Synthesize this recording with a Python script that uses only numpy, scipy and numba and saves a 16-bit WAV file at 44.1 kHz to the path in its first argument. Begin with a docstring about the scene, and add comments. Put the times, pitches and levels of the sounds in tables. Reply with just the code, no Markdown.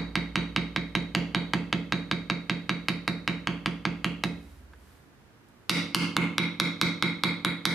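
"""A small, bare workshop with a leather carver at the bench: a plastic mallet taps a slim steel stamp in an
even run, then, after a pause, hits a broader one harder. Damped sines ring stamp, mallet head and bench;
noise bursts crack and crunch; echoes, a diffuse tail and low standing waves make the room.
Far off, a machine hums in two wavering tones; near by lie room air, a sliding hand and light touches.
The camera's limiter ducks on loud clacks, then lets the room rise as its gain creeps back."""
import sys
import numpy as np
from scipy import signal
from scipy.fft import rfft, irfft, next_fast_len
from scipy.io import wavfile
from numba import njit

SR = 44100
rng = np.random.default_rng(int(sys.argv[2]) if len(sys.argv) > 2 else 0)


def bounce(signal):
    """Save signal as a 16-bit WAV file at the path given by the first command-line argument."""
    frames = np.transpose(np.atleast_2d(signal))
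    limited = np.clip(frames, -1, 1)
    pcm = np.round(limited * 32767).astype(np.int16)
    wavfile.write(sys.argv[1], SR, pcm)


N = 341334
LEAD = SR // 4  # a quarter second of run-up, cut off at the end
TOTAL = N + LEAD
TIME = (np.arange(TOTAL) - LEAD) / SR  # s
AGE = np.arange(int(.7 * SR)) / SR  # s since an impact

# All levels in these tables are relative; each sound is trimmed further where it is mixed.
# blows on the slim stamp, the first just before the start:
# [t/s, force level/dB, crack level/dB, gripped shank f/Hz]
SLIM_TAPS = [(-0.055, -9.5, -30, 2310), (0.1549, -11, -40, 2120), (0.3566, -9, -17, 2330),
             (0.562, -10, -25, 2240), (0.7616, -12.5, -19, 2160), (0.9514, -10, -16, 2400),
             (1.1496, -7.5, -14, 2720), (1.3474, -9.5, -23, 2360), (1.5351, -9, -18.5, 2630),
             (1.7273, -10, -28, 2560), (1.9225, -10.5, -21, 2320), (2.1128, -11.5, -23, 2260),
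             (2.2993, -12, -19, 2230), (2.4965, -11.5, -28, 2390), (2.6937, -12, -20, 2200),
             (2.8844, -11.5, -8, 2350), (3.078, -11.5, -11.5, 2350), (3.2768, -11.5, -17.5, 2290),
             (3.472, -11.5, -35, 2700), (3.6595, -12, -16, 2710), (3.8524, -11, -28, 2650),
             (4.0445, -11.5, -13, 2800), (4.2368, -11.5, -10, 2500)]
# blows on the broad stamp: [t/s, force level/dB, crack level/dB, gripped shank f/Hz]
BROAD_TAPS = [(5.6953, -4, 5, 2070), (5.9468, -2.5, 2.5, 2730), (6.1665, -3.5, -10, 2660),
              (6.3814, -7.5, -14, 2240), (6.5997, -7, -6, 2250), (6.8138, -6.5, -4, 2240),
              (7.0247, -8.5, -39, 2160), (7.2362, -8, -8, 2220), (7.4483, -10, -8, 2000),
              (7.6538, -8, 0, 2020)]
# modes of each stamp pressed on the leather, varied a little per blow: [f/Hz, level/dB, t60/s]
SLIM_STAMP = [(920, -10, 0.014), (1162, -9.5, 0.011), (1635, -10.5, 0.012), (2730, -24, 0.0044),
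              (3996, -20, 0.0085), (4700, -15.5, 0.0065), (6400, -28.5, 0.015)]
BROAD_STAMP = [(902, -5, 0.0092), (1240, -1.5, 0.0054), (1730, -9, 0.0066), (2500, -25, 0.0014),
               (3540, -5.5, 0.0041), (5640, -8, 0.0016), (10300, -17, 0.0041)]
# spectrum of the crack of hard contact: [f/Hz, level/dB]
CRACK = [(600, -27), (2500, 5), (4500, 9.5), (7500, -10.5), (9800, -1.5), (12500, -8), (16000, -24)]
# spectrum of damp leather giving way: [f/Hz, level/dB]
CRUNCH = [(250, -22), (550, -15.5), (900, 1), (1700, 1), (2800, 6), (5500, -16), (9000, -31.5),
          (16000, -31.5)]
# modes of the mallet head, detuned a little per blow: [f/Hz, level/dB, t60/s]
HEAD = [(2151, 0.5, 0.031), (2422, 2, 0.009), (3810, 4, 0.042), (4505, -6, 0.015)]
# modes of bench and slab under the leather: [f/Hz, level/dB, t60/s]
BENCH = [(194.7, 1.5, 0.15), (260.2, 3.5, 0.074), (336.3, 11.5, 0.029), (463.6, 1.5, 0.033)]
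# strong single echoes from near surfaces: [delay t/s, level/dB]
ECHOES = [(.0076, -18.5), (.0087, -13), (0.0188, -22), (0.0195, -24.5)]
# diffuse room sound: [f/Hz, level/dB, t60/s]
ROOM = [(60.6, -16, .5), (140, 16.5, 0.33), (368, 10.5, 0.58), (983, -1, 0.52), (2090, -2, 0.44),
        (3900, -3.5, 0.47), (7100, 2, 0.37), (14000, -3, 0.24)]
# standing waves of the workshop: [f/Hz, level/dB, t60/s]
ROOM_MODES = [(68.2, 8, 0.46), (98.7, -14.5, 0.72), (132.8, -5.5, 0.3), (172.2, 5, 0.44),
              (191.1, 4.5, 0.13), (218.2, -7, 0.68), (240, -17, 0.125), (281.4, -5.5, 0.71),
              (332.7, -12, 0.16), (395.4, -8.5, 0.19)]
# low tone of the distant machine: [t/s, level/dB]
HUM = [(0.0, -48), (0.06, -44.5), (2.39, -56.5), (2.42, -64), (3.5, -53), (4.77, -55), (5.3, -91)]
# one swell of the machine's upper tone: [centre t/s, length t/s, level/dB]
HUM_SWELL = (4.54, 0.71, -49.5)
# spectrum of the room air: [f/Hz, level/dB per Hz]
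AIR = [(15, -27), (40, -11.5), (110, -6.5), (180, -12), (260, -10), (410, -16.5), (600, -21), (1600, -23),
       (2800, -32), (8000, -42), (14000, -41), (16000, -37)]
# the hand shifting over the leather: [centre t/s, length t/s, level/dB]
SLIDES = [(4.5, .3, -63), (4.9, .28, -63.5)]
# light touches of stamp and fingers: [t/s, level/dB, low edge f/Hz, high edge f/Hz]
TOUCHES = [(4.43, -58, 2000, 7060), (4.734, -32, 560, 1620), (5.486, -59, 2500, 14000)]
# the sound sits a little to the right: [f/Hz, left minus right level/dB]
BALANCE_DB = [(60, -2), (170, -3), (350, -4.2), (700, -3.6), (1400, -2), (2800, -1.4), (5000, -.4)]


def undb(db):
    """Decibels to gain."""
    return 10 ** (np.asarray(db) / 20)


def fade(t60, t):
    """Exponential decay, 60 dB down after t60."""
    return np.exp(-np.log(1000) * t / t60)


def colour(x, points):
    """Filter by a spectrum of (Hz, dB) points, joined along log frequency."""
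    hz, db = np.transpose(points)
    n = next_fast_len(x.shape[-1])
    f = np.maximum(np.fft.rfftfreq(n, 1 / SR), 1)
    gain = undb(np.interp(np.log(f), np.log(hz), db))
    return irfft(rfft(x, n) * gain, n)[..., :x.shape[-1]]


def stereo_noise(size, width):
    """Two noises that are most alike in the bass and part towards the treble."""
    mid, side = rng.standard_normal((2, size))
    side = width * colour(side, [(150, -8.5), (1200, -3), (3000, 1.5)])
    return np.array([mid + side, mid - side])


def add(track, s, sound):
    """Mix a sound in at time s."""
    start = LEAD + int(round(s * SR))
    track[start:start + len(sound)] += sound[:TOTAL - start]


def ring(modes, t):
    """Damped sines of a struck body; neighbouring modes start in opposite directions."""
    total = 0
    for k, (hz, db, t60) in enumerate(modes):
        total = total + (-1) ** k * undb(db) * np.sin(2 * np.pi * hz * t) * fade(t60, t)
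    return total


def burst(spectrum, decay_s, t):
    """Dense contact noise: micro-slips fall differently each time, the colour stays the same."""
    grains = rfft(rng.standard_normal(len(t)) * fade(decay_s, t))
    # keep only the random phases, so that every burst has the same flat spectrum to colour
    flat = grains / abs(grains) * np.sqrt(np.mean(abs(grains) ** 2))
    even = irfft(flat, len(t))
    return colour(even, spectrum) * fade(2 * decay_s, t) * np.sqrt(2)


def blows(taps, stamp, clack_db, bite_s, bite_db, shank_db, shank_t60, low_ring_db, high_ring_db,
          high_loss_db_per_hz, crack_db, crack_decay_s, crunch_db, crunch_decay_s, thump_db, push_s):
    """Mallet blows excite stamp and leather (clack), mallet head and shank (head), and the bench (push)."""
    clack, head, push = np.zeros((3, TOTAL))
    t = AGE[:SR // 12]
    # the same stamp on the same patch of leather gives way much alike each time
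    patch = burst(CRUNCH, crunch_decay_s, t)
    for s, force_db, edge_db, shank_hz in taps:
        # the seat of the stamp changes a little from blow to blow
        seat = rng.standard_normal((len(stamp), 2))
        seated = [(hz * (1 + .0075 * a), db + .5 * b, t60) for (hz, db, t60), (a, b) in zip(stamp, seat)]
        steel = ring(seated, t)
        crack = undb(crack_db + edge_db) * burst(CRACK, crack_decay_s, t)
        crunch = undb(crunch_db) * (2 * patch + burst(CRUNCH, crunch_decay_s, t)) / np.sqrt(5)
        clack_gain = undb(force_db + clack_db)
        add(clack, s, clack_gain * (steel + crack))
        # a moment later the stamp bottoms out in the leather
        add(clack, s + bite_s, clack_gain * (undb(bite_db) * steel + crunch))

        # the grip tunes the shank: above 2400 Hz it starves the head's high modes
        high_db = high_ring_db - high_loss_db_per_hz * max(shank_hz - 2400, 0)
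        detune = 1 + .003 * rng.standard_normal()
        face = []
        for hz, db, t60 in HEAD:
            speak_db = np.interp(hz, [2400, 3700], [low_ring_db, high_db])
            face.append((hz * detune, db + speak_db, t60))
        # the fingers damp the shank at once
        shank = ring([(shank_hz, shank_db, shank_t60)], t)
        add(head, s, undb(force_db) * (ring(face, t) + shank))

        # a shorter push reaches higher bench modes
        shove = t * np.exp(-t / push_s)
        add(push, s, undb(force_db + thump_db) * shove / shove.sum())
    return np.array([clack, head, push])


def convolve(x, response):
    """Play a track through a mono or stereo response."""
    return signal.fftconvolve(x[None], np.atleast_2d(response), axes=1)[:, :TOTAL]


def diffuse_room(width, onset_s):
    """Half-octave bands of dense reflections, each dying at its own pace."""
    hz, db, t60 = np.transpose(ROOM)
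    f = np.log2(np.maximum(np.fft.rfftfreq(len(AGE), 1 / SR), 1))
    spectrum = rfft(stereo_noise(len(AGE), width))
    tail = 0
    for octave in np.arange(5.5, 14.6, .5):  # log2 of the band centre in Hz
        part = irfft(spectrum * np.maximum(1 - 2 * abs(f - octave), 0), len(AGE))
        level = undb(np.interp(octave, np.log2(hz), db))
        tail = tail + part * level * fade(np.interp(octave, np.log2(hz), t60), AGE)
    # silent until half of onset_s, full at one and a half
    return tail * np.clip(AGE / onset_s - .5, 0, 1)


def workshop(clack, head, push, room_db, head_room_db, thud_db, thud_room_db, boom_db, boom_delay_s):
    """Direct sound, near echoes, diffuse tail, and the low boom that comes back from the walls."""
    thud = colour(convolve(push, ring(BENCH, AGE))[0], [(35, -13.5), (95, 0)])
    near = np.zeros(len(AGE))
    near[0] = 1  # the direct path
    for delay_s, db in ECHOES:
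        near[int(delay_s * SR)] += undb(db)
    late = np.maximum(AGE - boom_delay_s, 0)
    boom = -sum(ring([mode], late) for mode in ROOM_MODES)
    # below its lowest standing waves the room gives almost nothing back
    boom = colour(boom, [(50, -69), (85, -2.0), (120, 0)])
    # the mallet head radiates sideways, so it is heard mostly by way of the walls
    sent = clack + undb(head_room_db) * head + undb(thud_room_db) * thud
    tail = convolve(sent, diffuse_room(width=.55, onset_s=.005))
    direct = convolve(clack + head + undb(thud_db) * thud, near)
    return direct + undb(room_db) * tail + undb(boom_db) * convolve(push, boom)


def swell(s, length_s, db):
    """A smooth rise and fall around time s; length_s is its width at 1/e of the peak."""
    return undb(db) * np.exp(-(2 * (TIME - s) / length_s) ** 2)


def hum(low_hz, upper_hz, hum_db):
    """A far machine: its low tone fades out between about 4.8 and 5.3 s, its upper tone swells once; both waver
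    in pitch."""
    s, db = np.transpose(HUM)
    low_gain = undb(np.interp(TIME, s, db) + hum_db)
    out = 0
    for hz, gain in (low_hz, low_gain), (upper_hz, swell(*HUM_SWELL)):
        waver = np.interp(TIME, np.linspace(0, N / SR, 16), rng.standard_normal(16))
        phase = 2 * np.pi * np.cumsum(hz + .5 * waver) / SR
        out = out + gain * np.sin(phase)
    return out


def room_air(air_db):
    """Steady air of the room, as wide, coloured noise."""
    air = colour(stereo_noise(TOTAL, width=0.99), AIR)
    return undb(air_db) * air / air.std()


def hand_slides():
    """Skin sliding over leather hisses: coloured noise that rises and falls."""
    hiss = [(500, 5.5), (2000, 3), (7000, -3.5), (12500, 0), (16000, -8)]  # f/Hz, level/dB
    slide = colour(stereo_noise(TOTAL, width=0.48), hiss)
    return sum(swell(*row) for row in SLIDES) * slide / slide.std()


def band(x, lo_hz, hi_hz):
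    """Causal band-pass."""
    edges = [lo_hz, min(hi_hz, SR / 2 - 1000)]
    return signal.sosfilt(signal.butter(2, edges, "band", fs=SR, output="sos"), x)


def touches(t60):
    """Soft, short contacts while the stamp is changed: fading noise in a band."""
    track = np.zeros(TOTAL)
    for s, db, lo_hz, hi_hz in TOUCHES:
        contact = rng.standard_normal(len(AGE)) * fade(t60, AGE)
        add(track, s, undb(db) * band(contact, lo_hz, hi_hz))
    return track


def scene():
    """Both runs of blows in the workshop, over its quiet background."""
    slim = blows(SLIM_TAPS, SLIM_STAMP, clack_db=4, bite_s=.0006, bite_db=-8.0, shank_db=-8,
                 shank_t60=0.0099, low_ring_db=-19.0, high_ring_db=-18.0, high_loss_db_per_hz=0.06,
                 crack_db=-6.5, crack_decay_s=0.019, crunch_db=-2.5, crunch_decay_s=0.019,
                 thump_db=1.5, push_s=0.00034)
    broad = blows(BROAD_TAPS, BROAD_STAMP, clack_db=4, bite_s=0.000825, bite_db=-3, shank_db=-5.0,
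                  shank_t60=0.011, low_ring_db=-6.5, high_ring_db=-12.5, high_loss_db_per_hz=0.16,
                  crack_db=-4.5, crack_decay_s=0.018, crunch_db=-0.5, crunch_decay_s=.012,
                  thump_db=0, push_s=0.00014)
    clack, head, push = slim + broad
    work = workshop(clack + touches(t60=0.029), head, push, room_db=-40.5, head_room_db=11, thud_db=-22,
                    thud_room_db=-21.5, boom_db=-20, boom_delay_s=0.01692)
    machine = hum(low_hz=59.2, upper_hz=74.8, hum_db=4.5)
    left, right = work + machine + room_air(air_db=-56.5) + hand_slides()
    # half of the balance goes to each side
    left = colour(left, [(hz, db / 2) for hz, db in BALANCE_DB])
    right = colour(right, [(hz, -db / 2) for hz, db in BALANCE_DB])
    return np.array([left, right])


@njit
def follow(x, attack, release):
    """Peak follower that rises fast and sinks slowly."""
    out, e = np.empty(len(x)), 0.
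    for i in range(len(x)):
        e += (x[i] - e) * (attack if x[i] > e else release)
        out[i] = e
    return out


def limiter(x, top_db, attack_s, release_s, ceiling):
    """The gain drops on peaks above top_db and creeps back; what slips through is rounded off."""
    attack = 1 - np.exp(-1 / (attack_s * SR))
    release = 1 - np.exp(-1 / (release_s * SR))
    peak = follow(abs(x).max(axis=0), attack, release)
    held = x / np.maximum(peak / undb(top_db), 1)
    return ceiling * np.tanh(held / ceiling)


def record(dry):
    """The camera sheds the deepest bass, limits the peaks and cuts the top."""
    thin = signal.sosfilt(signal.butter(2, 42, "high", fs=SR, output="sos"), dry)
    held = limiter(thin, top_db=-9, attack_s=0.000095, release_s=0.047, ceiling=0.37)
    soft = signal.sosfilt(signal.butter(2, 12500, fs=SR, output="sos"), held)
    # a steep edge at 15.2 kHz
    return signal.sosfilt(signal.ellip(8, .2, 70, 15200, fs=SR, output="sos"), soft)[:, LEAD:]


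dry = scene()
out = record(dry)
bounce(out)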